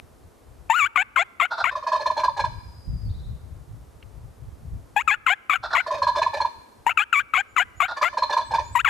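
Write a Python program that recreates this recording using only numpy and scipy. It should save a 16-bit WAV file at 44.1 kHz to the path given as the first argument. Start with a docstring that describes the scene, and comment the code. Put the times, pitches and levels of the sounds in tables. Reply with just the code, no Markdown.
"""Wind buffets the microphone ports over a steady hush; then hen yelps from a reed call come close on the left.
A wild turkey among bare trees answers with three gobbles: pulses and breath excite windpipe resonances.
Yelps are sums of harmonics with pulsing hiss; small birds far off are gliding sines, a twig a noise burst.
Decaying noise makes the echo of the wood, and a slow-release limiter ducks everything after loud sounds."""
import sys
import numpy as np
from scipy import signal
from scipy.fft import rfft, irfft
from scipy.io import wavfile
from scipy.ndimage import uniform_filter1d

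SR = 44100
rng = np.random.default_rng(int(sys.argv[2]) if len(sys.argv) > 2 else 0)


def inscribe(sig):
    """Save sig as 16-bit PCM at rate SR to the path in sys.argv[1].

    A 1-D sig is mono; a 2-D sig holds one channel per row.
    Samples are clipped to [-1, 1] before scaling.
    """
    pcm = np.round(np.clip(np.atleast_2d(sig).T, -1, 1) * 32767)
    wavfile.write(sys.argv[1], SR, pcm.astype(np.int16))


N = 392049


def from_db(db):
    """Logarithmic level: 20 dB is a factor of ten in amplitude."""
    return 10 ** (np.asarray(db) / 20)


def at_hz(points, hz):
    """Spectral envelope: table values interpolated on a log-frequency axis."""
    table_hz, values = np.transpose(points)
    return np.interp(np.log(hz), np.log(table_hz), values)


def smooth_noise(hz, size):
    """Low-pass filtering: two equal poles leave noise wandering at about hz, with spread 1."""
    pole = np.exp(-2 * np.pi * hz / SR)
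    noise = rng.standard_normal(2 * size)
    wander = signal.lfilter([1], [1, -2 * pole, pole * pole], noise)[size:]   # settled half
    return wander / wander.std()


def resonate(x, hz, width_hz):
    """Cascaded resonance: two equal resonators rise softly; a unit click peaks near 1."""
    radius, angle = np.exp(-np.pi * width_hz / SR), 2 * np.pi * hz / SR
    poles = [1, -2 * radius * np.cos(angle), radius * radius]
    gain = 2 * np.e * (1 - radius) * np.sin(angle) ** 2
    return signal.lfilter([gain], np.convolve(poles, poles), x)


def highpass(x, order, hz):
    """High-pass filtering: a Butterworth slope removes what lies below hz."""
    return signal.sosfilt(signal.butter(order, hz, "high", fs=SR, output="sos"), x)


def add(out, start_s, x):
    """Superposition: mix x in from a start time."""
    i = round(start_s * SR)
    out[..., i:i + x.shape[-1]] += x[..., :N - i]


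# likeness of the two ports: (frequency [Hz], left-right correlation [0-1])
PORT_LIKENESS = [(60, 0.55), (130, .55), (300, .15), (3100, 0.54), (6800, 0.83), (15000, 1)]


def coloured_noise(spectrum):
    """Partial coherence: shaped mid and side noise sets the likeness of the ports; overall rms 1."""
    hz = np.maximum(np.fft.rfftfreq(N, 1 / SR), 1)
    mid, side = rfft(rng.standard_normal((2, N))) * from_db(at_hz(spectrum, hz))
    alike = at_hz(PORT_LIKENESS, hz)
    out = irfft(np.sqrt(1 + alike) * mid + np.sqrt(1 - alike) * side * [[1], [-1]], N)
    return out / out.std()


# course of the wind before its lumps: (time [s], level [dB])
WIND_COURSE = [(0, -55.5), (.45, -54), (.6, -44), (.78, -50), (1.2, -59), (1.9, -52), (2.6, -39),
               (3.15, -33), (3.7, -39), (4.2, -52), (4.8, -45), (5.2, -59), (6.2, -48.5), (6.7, -59),
               (7.8, -56), (8.3, -52), (8.6, -42)]
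# spectrum of the rumble: (frequency [Hz], relative density [dB])
WIND_SPECTRUM = [(20, -16.5), (54, 3.5), (102, 2), (150, -8.5), (289, -29.5), (520, -62), (2000, -95)]


def wind(lumpy_db=4.5, gusty_db=5.0, flap_db=-8.0, flap_follows=.6):
    """Turbulent pressure: shared lumps modulate partly alike port noise; strong gusts reach higher."""
    s, course_db = np.transpose(WIND_COURSE)
    db = np.interp(np.arange(N) / SR, s, course_db)
    lumps = lumpy_db * np.array([smooth_noise(7.6, N), smooth_noise(23, N)])   # own rate in each channel
    lumps += gusty_db * smooth_noise(6.1, N)   # shared by both
    rumble = coloured_noise(WIND_SPECTRUM)
    flap = highpass(rumble, order=2, hz=110)
    flap_gain = from_db(flap_db + flap_follows * (db - db.max()))
    return from_db(db + lumps) * (rumble + flap_gain * flap) * from_db([[1.2], [-1.2]])


# spectrum of the steady hush: (frequency [Hz], relative density [dB])
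AIR_SPECTRUM = [(120, -38), (200, -0.5), (471, -2.5), (1190, -11), (1650, -16.5), (2910, -23.5),
                (10800, -26), (14500, -31), (15600, -43)]


def air_hush(level_db=-55.5):
    """Stationary noise: one fixed spectrum at a constant level."""
    return from_db(level_db) * coloured_noise(AIR_SPECTRUM)


def cluck(hz, swell_s, fall):
    """Damped oscillation: a swelling and dying tone whose pitch sags; envelope peak 1."""
    t = np.arange(round(.06 * SR)) / SR
    shape = (t / swell_s * np.exp(1 - t / swell_s)) ** 3.2
    return shape * np.sin(2 * np.pi * hz * t * (1 + fall * (1 - t / (2 * swell_s))))


# envelope over the reed's harmonics: (frequency [Hz], relative level [dB])
REED_SPECTRUM = [(400, -23.5), (715, -12), (1120, -3), (1700, -4.5), (2250, -1), (2880, -11), (3700, -24),
                 (4600, -41), (5800, -48), (7300, -24), (8600, -60)]
# side on which the reed is heard: (frequency [Hz], left minus right [dB])
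REED_LEAN = [(300, 1.5), (700, 7.5), (1290, 14), (2380, 7.5), (4400, 3), (8120, 5), (12000, 0.5)]
# spectrum of the air through the reed: (frequency [Hz], relative level [dB])
REED_AIR = [(300, -27.5), (1100, -4.5), (2400, 12), (3500, -8), (4300, -16), (5000, -27), (6300, -30),
            (7300, -17), (8000, -29), (8650, -58), (9200, -31), (9700, -27), (10600, -31), (11400, -26),
            (12600, -36), (13600, -30), (14900, -25)]
# first harmonic against the envelope: (middle pitch [Hz], lift [dB])
FIRST_HARMONIC = [(700, 1.5), (770, 0), (830, -5), (950, -3), (1100, -4), (1200, -7), (1400, 2), (1600, 3)]
# clear: low clean opening; raspy: high hoarse opening; smooth: high opening without rasp;
# held: high register carried on; low: after the break; rise: slide up; squeak: the reed pinches shut.
# stage: (start against middle [dB], end against middle [dB], roughness [0-1], treble lift [dB],
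#         first harmonic lift [dB])
YELP_STAGES = {"clear": (6, -6.5, .07, 5, 10), "raspy": (7.5, 1.5, .3, 0, 0), "smooth": (9, 1, .15, 2, -1),
               "held": (-1, -1, .08, 4, 2), "low": (1, -6, .12, 0, 0), "rise": (-5, -9, .2, 2, 0),
               "squeak": (9, -14, .36, -1, 2)}
# reed notes before jitter and opening slides: (stage, start [s], end [s], start pitch [Hz],
#         middle pitch [Hz], end pitch [Hz], middle level [dB])
YELP_NOTES = [("clear", .697, .736, 916, 902, 1050, -9), ("held", .737, .787, 1086, 1400, 1430, -12),
              ("held", .787, .851, 1486, 1170, 1177, -10.5), ("rise", .853, .874, 1205, 1447, 1670, -14.5),
              ("raspy", .957, .976, 1140, 1120, 1133, -10), ("low", .975, 1.027, 730, 747, 860, -12),
              ("squeak", 1.024, 1.034, 1500, 1600, 1700, -27),
              ("raspy", 1.159, 1.189, 1418, 1106, 1080, -13), ("low", 1.19, 1.229, 680, 712, 840, -14),
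              ("squeak", 1.226, 1.237, 1450, 1550, 1650, -27),
              ("raspy", 1.398, 1.421, 1160, 1090, 1040, -14), ("low", 1.421, 1.454, 680, 700, 790, -15),
              ("squeak", 1.452, 1.47, 1450, 1480, 1600, -23),
              ("raspy", 1.639, 1.666, 1233, 1001, 1134, -16.5), ("low", 1.668, 1.694, 673, 700, 790, -18),
              ("squeak", 1.692, 1.708, 1450, 1550, 1750, -24),
              ("clear", 4.962, 5.001, 840, 836, 980, -14.5), ("rise", 5.0, 5.02, 974, 1156, 1470, -19.5),
              ("smooth", 5.075, 5.11, 1240, 1195, 1090, -12.5), ("low", 5.109, 5.142, 800, 840, 878, -11.5),
              ("squeak", 5.139, 5.16, 1480, 1456, 1570, -22),
              ("raspy", 5.263, 5.296, 1358, 1082, 1020, -11.5), ("low", 5.298, 5.336, 711, 762, 850, -11.5),
              ("squeak", 5.331, 5.347, 1600, 1680, 1750, -23),
              ("raspy", 5.495, 5.54, 1230, 1120, 1110, -15.5), ("low", 5.531, 5.557, 682, 760, 790, -17),
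              ("squeak", 5.554, 5.574, 1370, 1440, 1430, -21),
              ("raspy", 5.748, 5.773, 1250, 1036, 1100, -15), ("low", 5.775, 5.804, 661, 699, 780, -16),
              ("squeak", 5.801, 5.817, 1500, 1520, 1600, -22),
              ("clear", 6.864, 6.892, 903, 937, 1030, -11.5), ("low", 6.891, 6.905, 653, 730, 800, -14),
              ("squeak", 6.906, 6.928, 1240, 1340, 1390, -21),
              ("smooth", 6.972, 6.996, 1320, 1206, 1198, -11), ("low", 6.994, 7.022, 787, 835, 840, -17),
              ("rise", 6.996, 7.039, 1192, 1314, 1570, -15),
              ("smooth", 7.126, 7.161, 1373, 1238, 1114, -13), ("held", 7.16, 7.197, 1152, 1138, 1205, -12),
              ("squeak", 7.197, 7.221, 1460, 1563, 1660, -20),
              ("raspy", 7.335, 7.375, 1310, 1113, 1130, -15), ("low", 7.374, 7.409, 708, 760, 840, -15.5),
              ("squeak", 7.405, 7.421, 1550, 1600, 1700, -24),
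              ("raspy", 7.563, 7.58, 1300, 1190, 1170, -14), ("held", 7.579, 7.595, 1010, 1004, 990, -13),
              ("low", 7.595, 7.623, 712, 725, 820, -15), ("squeak", 7.621, 7.639, 1506, 1600, 1700, -23),
              ("raspy", 7.801, 7.824, 1257, 1075, 1157, -13), ("low", 7.824, 7.854, 690, 714, 768, -15),
              ("squeak", 7.852, 7.878, 1320, 1498, 1680, -27),
              ("raspy", 8.026, 8.051, 1167, 1095, 963, -15.5), ("low", 8.05, 8.086, 681, 684, 780, -17),
              ("squeak", 8.083, 8.095, 1350, 1480, 1600, -28),
              ("clear", 8.751, 8.787, 1084, 934, 1056, -12),
              ("rise", 8.788, 8.814, 1146, 1380, 1730, -13.5), ("raspy", 8.845, 8.88, 1392, 1160, 975, -14),
              ("low", 8.88, 8.898, 860, 818, 840, -13)]


def yelps(jitter=0.1, hiss_db=-18.5, rasp=.6, edge_s=.002, pop_db=17.0, pop_s=0.014, treble=.8,
          patchy_db=2.2, crack=.6, spread=.3, blur=0.37, catch_s=.015, catch_slide=.2, catch_dip=.6,
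          settle_s=.036, top_varies_db=2.5, uneven_db=2.5, lead_in_db=-19.0, lead_in_s=.006,
          kick=.17, kick_s=.004, thump_db=-22.0, thump_hz=310):
    """Self-sustained reed oscillation: wandering harmonics of a latex reed, hiss pulsing with each cycle."""
    out = np.zeros((2, N))
    air = np.zeros((3, N))   # rasp, thin hiss, and the top that differs from note to note
    order = np.arange(1, 12)[:, None]
    for stage, start, end, start_hz, middle_hz, end_hz, db in YELP_NOTES:
        start_db, end_db, rough, treble_db, first_db = YELP_STAGES[stage]
        opening = stage in ("clear", "raspy", "smooth")
        t = np.arange(round((end - start + 2 * edge_s) * SR)) / SR
        u = np.minimum(t / (end - start), 1)
        pitch = np.polyval(np.polyfit([0, .5, 1], [start_hz, middle_hz, end_hz], 2), u)
        level = from_db(db + np.interp(u, [0, .5, 1], [start_db, 0, end_db]))
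        level *= np.clip(np.minimum((t / (1.6 * edge_s)) ** 2, (t[-1] - t) / (2 * edge_s)), 0, 1)

        if stage in ("raspy", "smooth"):   # the first puff bends the reed sharp
            pitch *= 1 + kick * np.exp(-t / kick_s)
        if opening:   # it also thumps in the open mouth, in the left channel
            thump = from_db(db + thump_db) * cluck(thump_hz, swell_s=.006, fall=.2)
            add(out, start, thump * [[1], [0]])
            # a faint noise ramp leads into each opening note
            lead_in = np.linspace(0, 1, round(lead_in_s * SR))
            lead_in_noise = lead_in * rng.standard_normal(len(lead_in))
            add(air[0], start - lead_in_s + edge_s, from_db(db + lead_in_db) * lead_in_noise)
        if stage == "raspy":   # the reed catches, slides up and slips back, then settles
            slips = rng.uniform(.15, .35) + t / (catch_s * rng.uniform(.9, 1.1))
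            settling = np.exp(-t / settle_s)
            pitch *= 1 + catch_slide * settling * (slips % 1 - .5)
            level *= 1 - catch_dip * settling * np.cos(np.pi * slips) ** 8

        rough = rough * (1 + crack * u ** 6)   # the tone cracks as the note ends
        jittered = pitch * (1 + jitter * rough * smooth_noise(150, len(t)))
        phase = 2 * np.pi * np.cumsum(jittered) / SR
        heights = from_db(at_hz(REED_SPECTRUM, order * pitch))
        uneven = uneven_db * (order > 1) * rng.standard_normal(order.shape)
        heights *= from_db(treble_db * (order * pitch > 5500) + uneven)
        pop = opening * pop_db * np.exp(-t / pop_s)   # dull while the mouth opens
        heights[0] *= from_db(first_db + at_hz(FIRST_HARMONIC, middle_hz) + pop)
        heights /= np.sqrt(np.sum(heights ** 2, axis=0) / 2)

        # three slow noises shared out among the harmonics
        flutter = np.array([smooth_noise(210, len(t)) for k in range(3)])[order[:, 0] % 3]
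        angle = order * (phase + blur * (rough + .05) * flutter + spread * order)
        wave = heights * np.cos(angle) * level * (1 + .65 * rough * flutter)
        lean = from_db(at_hz(REED_LEAN, order * pitch) / 2)
        centred = wave * 2 / (lean + 1 / lean)   # left and right gains add up to 2
        add(out, start, np.array([np.sum(centred * lean, axis=0), np.sum(centred / lean, axis=0)]))

        thin_gain = treble * from_db(treble_db) + 0 * u
        top_gain = treble * from_db(treble_db + top_varies_db * rng.standard_normal()) + 0 * u
        air_gains = np.array([from_db(hiss_db) + rasp * rough, thin_gain, top_gain])
        pulsing = from_db(patchy_db * flutter[:1]) * (1 + .7 * np.cos(phase))
        add(air, start, level * air_gains * pulsing * rng.standard_normal(len(t)))

    hz = np.maximum(np.fft.rfftfreq(N, 1 / SR), 1)
    lean = from_db(at_hz(REED_LEAN, hz) / 2)
    low, high, top = rfft(air)
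    high += (top - high) / (1 + (8600 / hz) ** 10)   # crossovers at 8600 and 5500 Hz
    hiss = low + (high - low) / (1 + (5500 / hz) ** 10)
    return out + irfft(hiss * from_db(at_hz(REED_AIR, hz)) * [lean, 1 / lean], N)


def woods(x, t60_s, delay_s, dull_hz, near_db, near_t60_s):
    """Diffuse reverberation: near trunks scatter briefly, the far wood slowly; own noise in each channel."""
    t = np.arange(round(1.2 * SR)) / SR
    far = from_db(-60 * t / t60_s) * np.clip(t / delay_s, 0, 1)
    near = from_db(near_db - 60 * t / near_t60_s)
    echo = rng.standard_normal((2, len(t))) * (far + near)
    echo = signal.sosfilt(signal.butter(1, dull_hz, fs=SR, output="sos"), echo)
    echo /= np.sqrt(np.sum(echo[0] ** 2))
    return signal.fftconvolve(x[None], echo, axes=1)[:, :N]


def rattle(length_s, period_s, after_db, fade_db, breath_db):
    """Pulsed excitation: a unit pulse, uneven ones behind it, and a puff of breath noise."""
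    pulses = np.zeros(round(.15 * SR)) + 1e-18
    time_draws, size_draws = rng.standard_normal((2, 12))
    at = period_s * (np.arange(12) + 0.213 * time_draws)
    at[0] = 0
    sizes = from_db(after_db - fade_db * np.arange(-1, 11) + 3 * size_draws) * (at < length_s)
    sizes[0] = 1
    np.add.at(pulses, np.clip(at * SR, 0, len(pulses) - 1).astype(int), sizes)
    u = np.arange(len(pulses)) / SR / (.48 * length_s)
    puff = (u * np.exp(1 - u)) ** 2.2
    return pulses, from_db(breath_db) * puff * rng.standard_normal(len(pulses))


def reshuffled(noise):
    """Decorrelation: random signs keep the puff's envelope and change its fine detail."""
    return noise * rng.choice([-1, 1], len(noise))


def between_modes(x):
    """Broadband transmission: the 1300-7200 Hz breath between the resonances."""
    return signal.sosfilt(signal.butter(3, [1300, 7200], "band", fs=SR, output="sos"), x)


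# hoarse opening squawks, beak wide: (time [s], relative level [dB], length [s], voice pitch [Hz])
SQUAWK_NOTES = [(1.506, -23, 0.036, 903), (1.524, -28, 0.032, 974), (1.571, -23.5, 0.039, 1037),
                (1.596, -20, 0.028, 877), (5.628, -22.5, 0.032, 746), (5.645, -25, 0.03, 1291),
                (5.702, -26, 0.035, 1280), (5.728, -15, 0.02, 1251), (7.878, -23.5, 0.037, 1290),
                (7.908, -22, 0.021, 889)]
# resonances of the open beak: (frequency [Hz], width [Hz], relative level [dB])
BEAK_MODES = [(669.6, 90, -14), (900, 170, -7), (1443, 220, 0), (2650, 120, -32.5), (3580, 300, -16),
              (4100, 380, -13), (4750, 600, -16), (5450, 500, -22)]


def squawks(rasp_db=-3.0):
    """Formant resonance: rough pulses and breath ring the open beak around a voiced slide."""
    out = np.zeros(N)
    for s, db, length_s, voice_hz in SQUAWK_NOTES:
        pulses, breath = rattle(length_s, period_s=0.007, after_db=2.5, fade_db=0, breath_db=-18.)
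        x = from_db(rasp_db) * between_modes(breath + .15 * pulses)
        for hz, width_hz, mode_db in BEAK_MODES:
            x += from_db(mode_db) * resonate(.15 * pulses + reshuffled(breath), hz, width_hz)
        add(out, s - .003, from_db(db - 2) * x)
        voice = cluck(voice_hz, swell_s=.42 * length_s, fall=.18)
        voice += .5 * cluck(1.4 * voice_hz, swell_s=.3 * length_s, fall=.12)
        add(out, s, from_db(db - 2.5) * voice)
    return out


# windpipe modes before neck shifts and widening: (frequency [Hz], width [Hz], relative level [dB])
PIPE_MODES = [(612.2, 46, -10), (1000, 62, 0), (1685, 36.3, -14), (2400, 140, -24.5), (3040, 120, -33),
              (3570, 100, -29.5), (4191, 90, -21), (4780, 130, -33), (5350, 180, -33), (5980, 200, -34),
              (6750, 500, -40), (9400, 1000, -40), (12200, 1800, -44)]
# the neck draws back and the resonances sink: (time before the last syllable [s], main mode [Hz],
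#         upper mode [Hz], low mode lift [dB], strength passed from upper mode to its neighbours [dB])
NECK_COURSE = [(0, 965, 4170, 0, 1), (.3, 1000, 4170, 0, 0), (.55, 1040, 4320, 3, 1),
               (.75, 1065, 4360, 3, 5)]
# dull: muffled, between beats; lead: throaty upbeat; full: all modes ring; pure: mostly the main mode;
# held: drawn out; after: weak afterbeat; wide: beak still open, neck not yet stretched.
# kind: (main mode factor [ratio], low mode over breath [dB], swell [s], second pulse [dB],
#         strength passed from upper mode to its neighbours [dB])
SYLLABLE_KINDS = {"dull": (1.0, 14, .005, -8, 3), "lead": (.93, 11, .004, -7, 0),
                  "full": (1.0, 7, .0056, -6.5, 0), "pure": (1.01, 10, .0066, -11, 4),
                  "held": (1.0, 8, .012, -6, 0), "after": (.98, 1, .0045, -12, 5),
                  "wide": (1.0, 2, .0056, -6.5, 7)}
# one list per gobble: (kind, time [s], relative cluck level [dB], relative breath level [dB])
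GOBBLE_SYLLABLES = [
    [("dull", 1.712, -22, -47), ("pure", 1.754, -12, -42.5), ("held", 1.768, -24, -48),
     ("dull", 1.827, -21, -50.5), ("full", 1.867, -13, -37.5), ("after", 1.884, -30, -44),
     ("full", 1.919, -10, -36), ("held", 1.934, -18.5, -41), ("pure", 1.954, -10.5, -39.5),
     ("lead", 1.997, -21.5, -43.5), ("dull", 2.011, -24.5, -42), ("full", 2.059, -12.5, -35.5),
     ("pure", 2.102, -10.5, -44), ("lead", 2.168, -20.5, -38.5), ("full", 2.191, -19.5, -39),
     ("full", 2.236, -11.5, -35.5), ("after", 2.246, -20, -47), ("pure", 2.282, -7, -50.5),
     ("lead", 2.368, -24, -40), ("full", 2.393, -13.5, -34), ("pure", 2.441, -11.5, -42)],
    [("dull", 5.865, -19, -40), ("pure", 5.907, -14, -39), ("held", 5.918, -23, -48),
     ("dull", 5.938, -34.5, -39), ("dull", 5.974, -23.5, -45), ("full", 6.02, -9.5, -36),
     ("after", 6.036, -28, -47), ("full", 6.069, -8, -37), ("held", 6.084, -13, -44.5),
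     ("after", 6.152, -18, -42), ("dull", 6.16, -14.5, -38), ("dull", 6.178, -22, -39),
     ("full", 6.218, -11, -34.5), ("pure", 6.264, -9, -46.5), ("lead", 6.335, -21, -38.5),
     ("lead", 6.365, -30.5, -43), ("full", 6.404, -12, -37), ("pure", 6.449, -11, -47)],
    [("wide", 7.966, -29, -36), ("wide", 8.014, -11, -30.5), ("dull", 8.13, -25, -48.5),
     ("full", 8.172, -11.5, -33.5), ("full", 8.223, -8, -36), ("lead", 8.297, -16.5, -36),
     ("after", 8.324, -23, -33.5), ("full", 8.368, -7, -34), ("held", 8.386, -22, -46),
     ("pure", 8.406, -18, -47.5), ("lead", 8.51, -23, -41), ("after", 8.538, -13, -36),
     ("after", 8.548, -14, -39), ("pure", 8.585, -11.5, -43)],
]


def gobbles(widen=1.33, gap_db=24.0, rattle_s=0.025):
    """Source and filter: pulses cluck at the main mode, breath fills the pipe modes, the neck shifts them."""
    out = np.zeros(N)
    pipe = np.array(PIPE_MODES)
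    neck_s, neck_main_hz, neck_upper_hz, neck_low_db, neck_passed_db = np.transpose(NECK_COURSE)
    syllables = [(*row, gobble[-1][1]) for gobble in GOBBLE_SYLLABLES for row in gobble]
    for kind, s, db, breath_db, last_s in syllables:
        factor, low_db, swell_s, second_db, passed_db = SYLLABLE_KINDS[kind]
        left_s = last_s - s
        passed_db += np.interp(left_s, neck_s, neck_passed_db)
        upper_db = breath_db - db
        low_db += upper_db + np.interp(left_s, neck_s, neck_low_db)
        main_hz = factor * np.interp(left_s, neck_s, neck_main_hz) * (1 + .014 * rng.standard_normal())
        stretch = 1 if kind == "wide" else np.interp(left_s, neck_s, neck_upper_hz) / pipe[6, 0]
        pulses, breath = rattle(rattle_s, period_s=0.012, after_db=second_db, fade_db=9.0, breath_db=-27.0)

        x = signal.fftconvolve(pulses, cluck(main_hz, swell_s, fall=.06))[:len(pulses)]
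        # breathy syllables are rougher
        x += from_db(upper_db + 19.5) * resonate(breath, main_hz, 2.5 * pipe[1, 1])
        low_hz = pipe[0, 0] * (1 + 0.028 * rng.standard_normal())
        x += from_db(low_db) * resonate(0.23 * pulses + 1.68 * breath, low_hz, widen * pipe[0, 1])
        third_hz = pipe[2, 0] * stretch * (1 + 0.025 * rng.standard_normal())
        x += from_db(upper_db + 8) * resonate(0.6 * pulses + 1.4 * breath, third_hz, 2.8 * pipe[2, 1])

        passed = np.zeros(len(pipe))   # the upper mode and its two neighbours
        passed[5:8] = passed_db * (kind != "wide"), -passed_db, passed_db
        for (hz, width_hz, mode_db), shift_db in zip(pipe[3:], passed[3:]):
            gain = from_db(upper_db + mode_db + shift_db + 30 + 2.5 * rng.standard_normal())
            mode_hz = hz * stretch * (1 + 0.011 * rng.standard_normal())
            x += gain * resonate(reshuffled(breath), mode_hz, width_hz + 70)
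        x += from_db(upper_db + gap_db) * between_modes(breath)
        add(out, s - .003, from_db(db) * x)
    return out


# songbird phrases: (start [s], end [s], start pitch [Hz], end pitch [Hz], note rate [1/s],
#         fall in each note, a rise if negative [Hz], relative level [dB])
SONG_PHRASES = [(2.5, 3.049, 4975, 4900, 24, 330, -53), (3.04, 3.135, 4550, 4450, 21, 300, -57),
                (3.078, 3.272, 3850, 3780, 20.6, -1500, -54), (7.45, 7.555, 7000, 7150, 9.1, 30, -58),
                (7.739, 7.797, 6600, 7040, 11, 30, -52), (8.425, 8.515, 7750, 8150, 11, 30, -50),
                (8.59, 8.745, 6600, 7300, 6.4, 30, -49.5), (8.715, 8.76, 7500, 8400, 22, 30, -46)]


def songbirds():
    """Frequency modulation: trains of whistles glide within each note, their pitch blurred by distance."""
    out = np.zeros(N)
    for start, end, hz0, hz1, per_s, fall_hz, db in SONG_PHRASES:
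        t = np.arange(round((end - start) * SR)) / SR
        u = t * per_s % 1   # place within the note
        pitch = hz0 + (hz1 - hz0) * t / t[-1] + fall_hz * (.5 - u)
        pitch += 70 * smooth_noise(120, len(t))
        whistle = np.sin(2 * np.pi * np.cumsum(pitch) / SR)
        add(out, start, from_db(db) * np.sin(np.pi * u) ** 3.2 * whistle)
    return out


# a dry snap: (time [s], relative level [dB])
TWIG_SNAPS = [(4.0264, -44)]


def twig():
    """Impulsive excitation: a short noise burst rings three damped resonances."""
    out = np.zeros(N)
    for s, db in TWIG_SNAPS:
        t = np.arange(900) / SR
        crack = np.exp(-t / 0.0028) * rng.standard_normal(len(t))
        ring = resonate(crack, 2520, 830) + 0.4 * resonate(crack, 2750, 500)
        ring += 0.12 * resonate(crack, 4300, 500)
        add(out, s, from_db(db) * ring / 3)
    return out


def scene():
    """Superposition of direct and scattered sound: reed near and left, bird ahead, woods around both."""
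    bed = wind() + air_hush()
    reed = yelps()
    reed_echo = woods(reed[0], t60_s=0.96, delay_s=0.061, dull_hz=4500, near_db=8.0, near_t60_s=0.068)
    bird = highpass(squawks() + gobbles(), order=2, hz=380)   # the beak sends out little bass
    thin = highpass(bird, order=1, hz=3000)   # trunks scatter short waves best
    bird_echo = woods(thin, t60_s=0.9, delay_s=0.028, dull_hz=6000, near_db=8.0, near_t60_s=0.18)
    far = songbirds()
    far_echo = woods(far, t60_s=0.9, delay_s=0.017, dull_hz=7960, near_db=-0.5, near_t60_s=0.063)
    return (bed + reed + from_db(-35.5) * reed_echo
            + bird * from_db([[-.8], [.8]]) + from_db(-6.5) * bird_echo
            + from_db(-2.5) * far + from_db(-3) * far_echo + twig())


def record(dry, threshold_db=-13.5, share=0.67, release_db_s=14.0, ahead_s=0.0027, cutoff_hz=15750):
    """Dynamic compression: look-ahead gain follows the louder channel, lets go slowly; the top is cut."""
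    power = uniform_filter1d(np.max(dry ** 2, axis=0), size=221)
    over = np.maximum(10 * np.log10(power + 1e-12) - threshold_db, 0)
    ramp = release_db_s * np.arange(N) / SR
    held = np.maximum.accumulate(over + ramp) - ramp   # falls along the ramp after each peak
    ahead = round(ahead_s * SR)
    held = np.maximum(held, np.r_[held[ahead:], np.zeros(ahead)])
    gain = from_db(-share * uniform_filter1d(held, size=133))
    return signal.sosfilt(signal.cheby2(12, 70, cutoff_hz, fs=SR, output="sos"), dry * gain)


dry = scene()
out = record(dry)
inscribe(out)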